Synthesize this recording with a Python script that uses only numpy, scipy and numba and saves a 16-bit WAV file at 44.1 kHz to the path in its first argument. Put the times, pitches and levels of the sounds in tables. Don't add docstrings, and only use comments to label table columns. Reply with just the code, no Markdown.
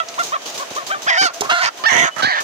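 import sys
import numpy as np
from scipy import signal
from scipy.io import wavfile
from scipy.ndimage import uniform_filter1d, map_coordinates
from numba import njit

SR = 44100
rng = np.random.default_rng(int(sys.argv[2]) if len(sys.argv) > 2 else 0)


def file_out(sig):
    cols = np.atleast_2d(sig).T
    lim = np.clip(cols, -1, 1)
    pcm = np.round(lim * 32767).astype(np.int16)
    wavfile.write(sys.argv[1], SR, pcm)


def volts(x):
    e = np.asarray(x, float) / 20
    return 10 ** e


N = 107559

# (time_s, pitch_hz, level_db, roughness 0-1)
CLUCKS = [
    [(0, 654, -11.5, 0.22), (.014, 670, -19, 0.05), (.024, 623, -30, 0.08)],
    [(.178, 441.5, -28, 0.2), (.187, 570, -19.5, 0.13), (.196, 701.6, -15, 0), (.216, 689, -17.5, 0.01),
     (.224, 581, -27, 0.5), (.24, 526, -53, 0.16)],
    [(.32, 478.4, -24, 0), (.326, 588, -20.5, 0), (.343, 670, -15.5, 0.1), (.351, 576, -22, 0.39),
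     (.368, 577, -19, 0.2), (.38, 580, -112, .1)],
    [(.593, 480, -49, 0.03), (.6, 521, -24.5, 0), (.61, 566, -30, 0.08), (.627, 568.6, -26, 0.14),
     (.637, 482, -28, 0.2), (.645, 462.5, -63, 0.04)],
    [(.758, 474, -49, 0.07), (.764, 509.7, -23.5, 0.16), (.773, 586.5, -26.5, 0.1), (.786, 631, -20, 0.09),
     (.796, 579.4, -30.5, 0.2), (.818, 548.3, -33, 0.65)],
    [(.896, 604.7, -39, 0.09), (.902, 590, -24.5, 0.2), (.915, 644, -17.5, 0), (.919, 786, -20, 0.18),
     (.942, 794, -21, 0), (.947, 610, -23, 0.02), (.96, 580.4, -28, 0.14), (.985, 611, -37.5, 0.54)],
]
# time_s, pitch_hz, level_db, roughness 0-1
MURMUR = [(1.418, 430.1, -14, 0.69), (1.428, 447.6, -27.5, .9), (1.44, 523, -29, 0.94),
          (1.456, 571.4, -23.5, 0.55), (1.468, 559.5, -30, .9), (1.487, 601.8, -34, 1)]
# (time_s, pitch_hz, level_db, roughness 0-1, beak_hz)
FIRST_SQUAWKS = [
    [(1.066, 474.7, -23, 0.1, 1085), (1.072, 634.7, -17.5, 0.054, 1387), (1.083, 880.5, -11, 0.022, 1695),
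     (1.097, 790.3, -11, 0.39, 1800), (1.11, 675.5, -14, 0.45, 1910), (1.165, 659, -16.5, 0.51, 1740),
     (1.182, 763.6, -12, 0.024, 1577), (1.212, 778, -9.5, 0.033, 1625), (1.228, 816, -12.5, 0.74, 1660)],
    [(1.24, 766.6, -11.5, 0.06, 1430), (1.272, 679.6, -14, 0.25, 1350), (1.293, 536, -30, 0.6, 1203)],
    [(1.497, 605.8, -13, 0.5, 1201), (1.501, 616.8, -11, 0.85, 1302), (1.523, 717.8, -12.5, 0.35, 1533),
     (1.55, 694, -16, 0.24, 1580), (1.605, 699.4, -17.5, 0.38, 1480), (1.62, 703.5, -15, 0.68, 1759),
     (1.65, 638.4, -13.5, 0.92, 1909), (1.69, 634.2, -17.5, 0.55, 1321), (1.7, 602.4, -67, 0.38, 1277)],
]
LAST_SQUAWKS = [
    [(1.838, 558.2, -14, 0.26, 1218), (1.85, 630.5, -15.5, 0.045, 1292), (1.862, 889.7, -8.5, 0.019, 1766),
     (1.878, 924.8, -10.5, 0.056, 1859), (1.895, 749.7, -13, 0.55, 1882), (1.96, 719.9, -11.5, 0.71, 1802),
     (2.0, 689.3, -10.5, 0.43, 2038), (2.065, 738, -14, 0.86, 1556), (2.088, 679, -18, 0.91, 1410),
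     (2.103, 610.5, -45, 0.54, 1273)],
    [(2.162, 618.4, -23, 0.67, 1270), (2.167, 620, -23.5, 0.7, 1396), (2.185, 612.3, -23, 0.7, 1400),
     (2.198, 613.9, -16.5, 0.74, 1388), (2.212, 590.9, -18, 0.71, 1300)],
    [(2.221, 732.8, -42, 0.51, 1460), (2.2235, 750, -12.5, 0.45, 1530), (2.243, 773.4, -11.5, 0.18, 1500),
     (2.27, 874.8, -17, 0.52, 1860), (2.34, 577.8, -17, 0.46, 1710), (2.395, 583.4, -16.5, 0.62, 1516),
     (2.425, 541.4, -32.5, 0.52, 1192)],
]
# resonance_hz, width_hz, level_db
WINDPIPE = [(2970, 800, -7.5)]
# time_s, resonance_hz, resonance_db, airy_treble_db
GAPE = [(0, 4100, -37, -29), (.95, 3040, -2, -42), (1.08, 4950, -19, -34), (1.15, 5000, -17.5, -30.5),
        (1.2, 4682, -9.5, -28), (1.29, 4290, -5, -15.5), (1.5, 4153, -23, -27), (1.58, 4160, -11, -19.5),
        (1.65, 4640, -8, -24.5), (1.86, 4626, -16.5, -38), (1.9, 5769, -19, -27), (2.1, 6290, -16, -26.5),
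        (2.16, 4203, -47, -9), (2.222, 4253, -9, -26.5), (2.3, 4280, -9, -40), (2.4, 3780, -20, -50)]
# time_s, left_port_lag_ms, left_port_level_db
BEARING = [(0, 0.24, -2.5), (.9, 0.2, 2.3), (1.08, 0.26, -1.5), (1.25, .25, -4), (1.49, 0.13, -1.5),
           (1.57, .16, -4), (1.66, .23, -5), (1.85, 0.35, -8), (1.92, 0.39, -19), (1.97, 0.28, -16),
           (2.03, 0.26, -7.5), (2.12, 0.3, -4), (2.16, 0.38, -30), (2.212, .36, -36), (2.221, 0.41, -4),
           (2.4, 0.31, -5)]
# start_s, length_s, level_db
BREATH_GUSTS = [(1.21, 0.053, -20.5), (1.511, 0.026, -25), (1.63, 0.036, -31.5), (1.915, 0.15, -19),
                (2.229, 0.014, -18), (2.239, 0.01295, -14.5), (2.269, 0.015, -19), (0.827, 0.026, -37),
                (0.951, .04, -34), (1.421, 0.061, -29.5), (2.164, 0.053, -30), (2.299, 0.046, -44.5)]
# pitch_hz, level_db, t60_s
WOOD_MODES = [(415.3, 0.00047, 0.088)]
# start_s, level_db
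SCRAPES = [(0.085, -29.5), (0.142, -29.5), (0.1916, -15), (0.2288, -17), (0.263, -33), (0.4166, -28),
           (0.4554, -18.5), (.5, -35), (0.5407, -23), (0.574, -21), (0.7012, -24.5), (0.7503, -23.5),
           (0.864, -18), (1.0179, -20.5), (1.3344, -19.5), (1.43, -19.5), (1.769, -25), (2.18, -18.5),
           (2.4002, -12.5)]
# frequency_hz, level_db
CLOTH_SPECTRUM = [(100, -18), (680, -3.5), (1000, -7.5), (1900, -15.5), (3200, -7.5), (6300, -12),
                  (15500, -6)]
# start_s, level_db, pitch_hz, decay_s
TICKS = [(.0533, -50, 3270, 0.0025), (0.0859, -28.5, 4860, 0.0061), (0.1418, -24.5, 2940, 0.0016),
         (0.1909, -26.5, 7300, 0.0025), (0.4554, -45, 8000, 0.0026), (0.4967, -32, 6500, 0.0038),
         (0.711, -26.5, 304, 0.0053), (.7507, -30, 6540, .003)]
# start_s, length_s, pitch_hz, level_db
PEEPS = [(2.108, .052, 2990, -35), (2.16, .025, 3000, -41), (.055, .09, 680, -35), (.07, .07, 1300, -43),
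         (1.793, .045, 1030, -33), (1.352, .035, 675, -31), (1.3, .03, 1400, -35)]
# frequency_hz, level_db
YARD_SPECTRUM = [(60, -29), (385, 0), (870, -3), (1830, -6), (3000, -6), (6000, -14.5), (15500, -8.5)]


def level(x, db):
    return x * volts(db) / np.sqrt(np.mean(x ** 2))


@njit
def svf(x, hz, width):
    y, b, l = np.empty(len(x)), 0., 0.
    for i in range(len(x)):
        g, k = np.tan(np.pi * hz[i] / SR), width / hz[i]
        v = (b + g * (x[i] - l)) / (1 + g * (g + k))
        b, l, y[i] = 2 * v - b, l + 2 * g * v, k * v
    return y


def band(x, hz, width):
    return svf(x + 1e-18, np.zeros(len(x)) + hz, 1. * width)


def band_twice(x, hz, width):
    return band(band(x, hz, width), hz, width)


def walk(rate):
    k = int(SR / rate)
    steps = np.repeat(rng.standard_normal(N // k + 1), k)
    return 0.441 * uniform_filter1d(uniform_filter1d(steps, k), k)[:N]


def glide(t, table):
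    times, *columns = np.transpose(table)
    return [np.interp(t, times, column) for column in columns]


def coloured(table, flicker_db, likeness_hz):
    out, (table_hz, table_db) = 0, np.transpose(table)
    for hz in 60 * 2 ** (np.arange(25) / 3):
        mid, side = (band_twice(rng.standard_normal(N), hz, hz / 3) for _ in range(2))
        db = np.interp(np.log(hz), np.log(table_hz), table_db) + flicker_db * walk(11.85)
        difference = min(hz / likeness_hz, 1) * side * np.array([[1], [-1]])
        out = out + volts(db) * (mid + difference)
    return level(out, 0)


@njit
def cycles(hz, rough, chance, jitter):
    phase, p = np.empty(len(hz)), 0.
    for i in range(len(hz)):
        p += hz[i] * max(1 + jitter * rough[i] * chance[int(p)], .3) / SR
        phase[i] = p
    return phase


def membrane(hz, rough):
    shimmer_db, half_beat_db, hiss_db = 4, 5, -5
    chance = rng.standard_normal((2, N // 10))
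    phase = cycles(hz, rough, chance[0], .15)
    k = phase.astype(int)
    size = volts(rough * (shimmer_db * chance[1][k] + half_beat_db * (-1) ** k))
    clean = sum(np.cos(2 * np.pi * m * (phase - .5)) * (m * hz < 14000) for m in range(1, 19))
    hiss = volts(hiss_db) * 10 * rough * rng.standard_normal(N) * np.sin(np.pi * phase) ** 2
    return size * (clean + hiss)


def hen(t):
    clucks = [[row + (2 * row[1],) for row in call] for call in CLUCKS + [MURMUR]]
    calls = clucks + FIRST_SQUAWKS + LAST_SQUAWKS
    hz, db, rough, beak_hz = glide(t, sorted(sum(calls, [])))
    rough = np.clip(rough, 0, 1)
    sounding = sum((t >= c[0][0]) & (t < c[-1][0] + .015) for c in calls) > 0

    second = rough * membrane(hz * 1.46, rough)
    source = membrane(hz, rough) + volts(3) * second

    gape_hz, gape_db, air_db = glide(t, GAPE)
    windpipe = sum(volts(d) * band_twice(source, f, w) for f, w, d in WINDPIPE)
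    gape = volts(gape_db) * band_twice(source, gape_hz, 1200)
    air = volts(air_db) * band_twice(source, 9260, 27000)
    bright_db_per_db = 1.03
    upper = (windpipe - gape + air) * volts(bright_db_per_db * (db + 9.5))

    beak = band_twice(source, beak_hz, 518)
    chest_db = -9 - .5 * np.clip(db + 20.5, -14, 0)
    chest = volts(chest_db) * band_twice(source, 720, 400)
    rasp = volts(-8) * band(second, 1150, 700)
    voice = beak + chest + upper - rasp
    voice = signal.sosfilt(signal.butter(6, 520, "high", fs=SR, output="sos"), voice)
    envelope = np.sqrt(uniform_filter1d(voice ** 2, size=400))
    return voice / envelope * volts(db) * sounding


def breath(t):
    puff_hz, puffs_per_s, edge_s = 255.6, 90, 0.0017
    gate = sum(volts(db) * np.clip(np.minimum(t - s, s + d - t) / edge_s, 0, 1) for s, d, db in BREATH_GUSTS)
    puffs = band(band(rng.standard_normal(N), puff_hz, 693.5), puff_hz, 728)
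    puffs = puffs / np.sqrt(uniform_filter1d(puffs ** 2, size=500))
    flutter = np.sin(np.pi * np.cumsum(puffs_per_s * (1 + 0.807 * walk(40))) / SR) ** 2
    return gate * puffs * flutter


def knock(t):
    crack_db, crack_decay_s = -5.5, 0.0057
    age = np.maximum(t - 1.4083, 0)
    ring = sum(volts(db) * np.sin(2 * np.pi * f * age) * volts(-60 * age / min(t60, .2))
               for f, db, t60 in WOOD_MODES)
    crack = np.exp(-age / crack_decay_s) * (age > 0) * band(rng.standard_normal(N), 10240, 17500)
    return volts(-16) * ring / np.abs(ring).max() + volts(crack_db) * crack


def rustle(t):
    attack_s, decay_s, cloth_db, grain_db = 0.0047, 0.045, -5.5, 3.5
    swell = 0
    for start, db in SCRAPES:
        rise = np.clip((t - start) / attack_s, 0, 1)
        swell = swell + volts(db) * rise * np.exp(-np.maximum(t - start, 0) / decay_s)
    return swell * volts(cloth_db + grain_db * walk(300)) * coloured(CLOTH_SPECTRUM, 3.5, 1300)


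def ticks(t):
    noise, out = rng.standard_normal(N), 0
    for start, db, hz, decay_s in TICKS:
        decay = (t > start) * np.exp(-np.maximum(t - start, 0) / decay_s)
        out = out + volts(db) * decay * level(band(noise, hz, 0.26 * hz), 0)
    return out


def flock(t):
    wobble_s = np.cumsum(1 + .006 * walk(90)) / SR
    return sum(volts(db) * np.sin(np.pi * np.clip((t - s) / d, 0, 1)) ** .5 * np.sin(2 * np.pi * f * wobble_s)
               for s, d, f, db in PEEPS)


def coop_echo(x):
    t60_s, echo_db, length = 0.061, -7, 6000
    tail = rng.standard_normal((2, length)) * volts(-60 * np.arange(length) / SR / t60_s)
    return np.array([signal.fftconvolve(x, level(h, echo_db) / np.sqrt(length))[:N] for h in tail])


def hollow():
    return np.array([level(band(rng.standard_normal(N), 670, 70) * volts(1.7 * walk(21.2)), -40.5)
                     for _ in range(2)])


def yard():
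    return volts(-34.5) * coloured(YARD_SPECTRUM, 1.3, 1130)


def scene():
    t = np.arange(N) / SR
    near = hen(t) + knock(t)
    lag_ms, left_db = glide(t, BEARING)
    late = map_coordinates(near, [(t - lag_ms / 1000) * SR], mode="nearest")
    dull = signal.lfilter(*signal.butter(3, 5050, fs=SR), late)
    direct = np.array([volts(left_db) * dull, near])
    puff = np.array([volts(-47) * breath(t), breath(t)])
    around = yard() + hollow() + rustle(t)

    release = 0.038 * SR
    loud = signal.lfilter([1], [release, 1 - release], near ** 2)
    duck = (1 + loud / volts(2 * -24)) ** -.45
    return direct + coop_echo(dull) + puff + flock(t) + ticks(t) + around * duck


def top_cut(x):
    return signal.sosfilt(signal.butter(12, 16380, fs=SR, output="sos"), x)


def record(dry):
    shelf_hz, shelf_db, left_port_hz, top_hz = 7400, -11, 8600, 15300
    x = signal.sosfilt(signal.butter(4, 85, "high", fs=SR, output="sos"), dry)
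    x = x + volts(5) * np.array([band(c, 6350, 1200) for c in x])
    below = signal.sosfiltfilt(signal.butter(4, shelf_hz, fs=SR, output="sos"), x)
    x = volts(shelf_db) * x + (1 - volts(shelf_db)) * below
    x = np.array([signal.lfilter(*signal.butter(1, left_port_hz, fs=SR), x[0]), x[1]])
    limited = np.tanh(x * 1.066)
    x = signal.sosfilt(signal.butter(14, top_hz, fs=SR, output="sos"), limited)
    x = 1.034 * signal.sosfilt(signal.butter(2, 70, "high", fs=SR, output="sos"), x)
    return top_cut(x)


dry = scene()
out = record(dry)
file_out(out)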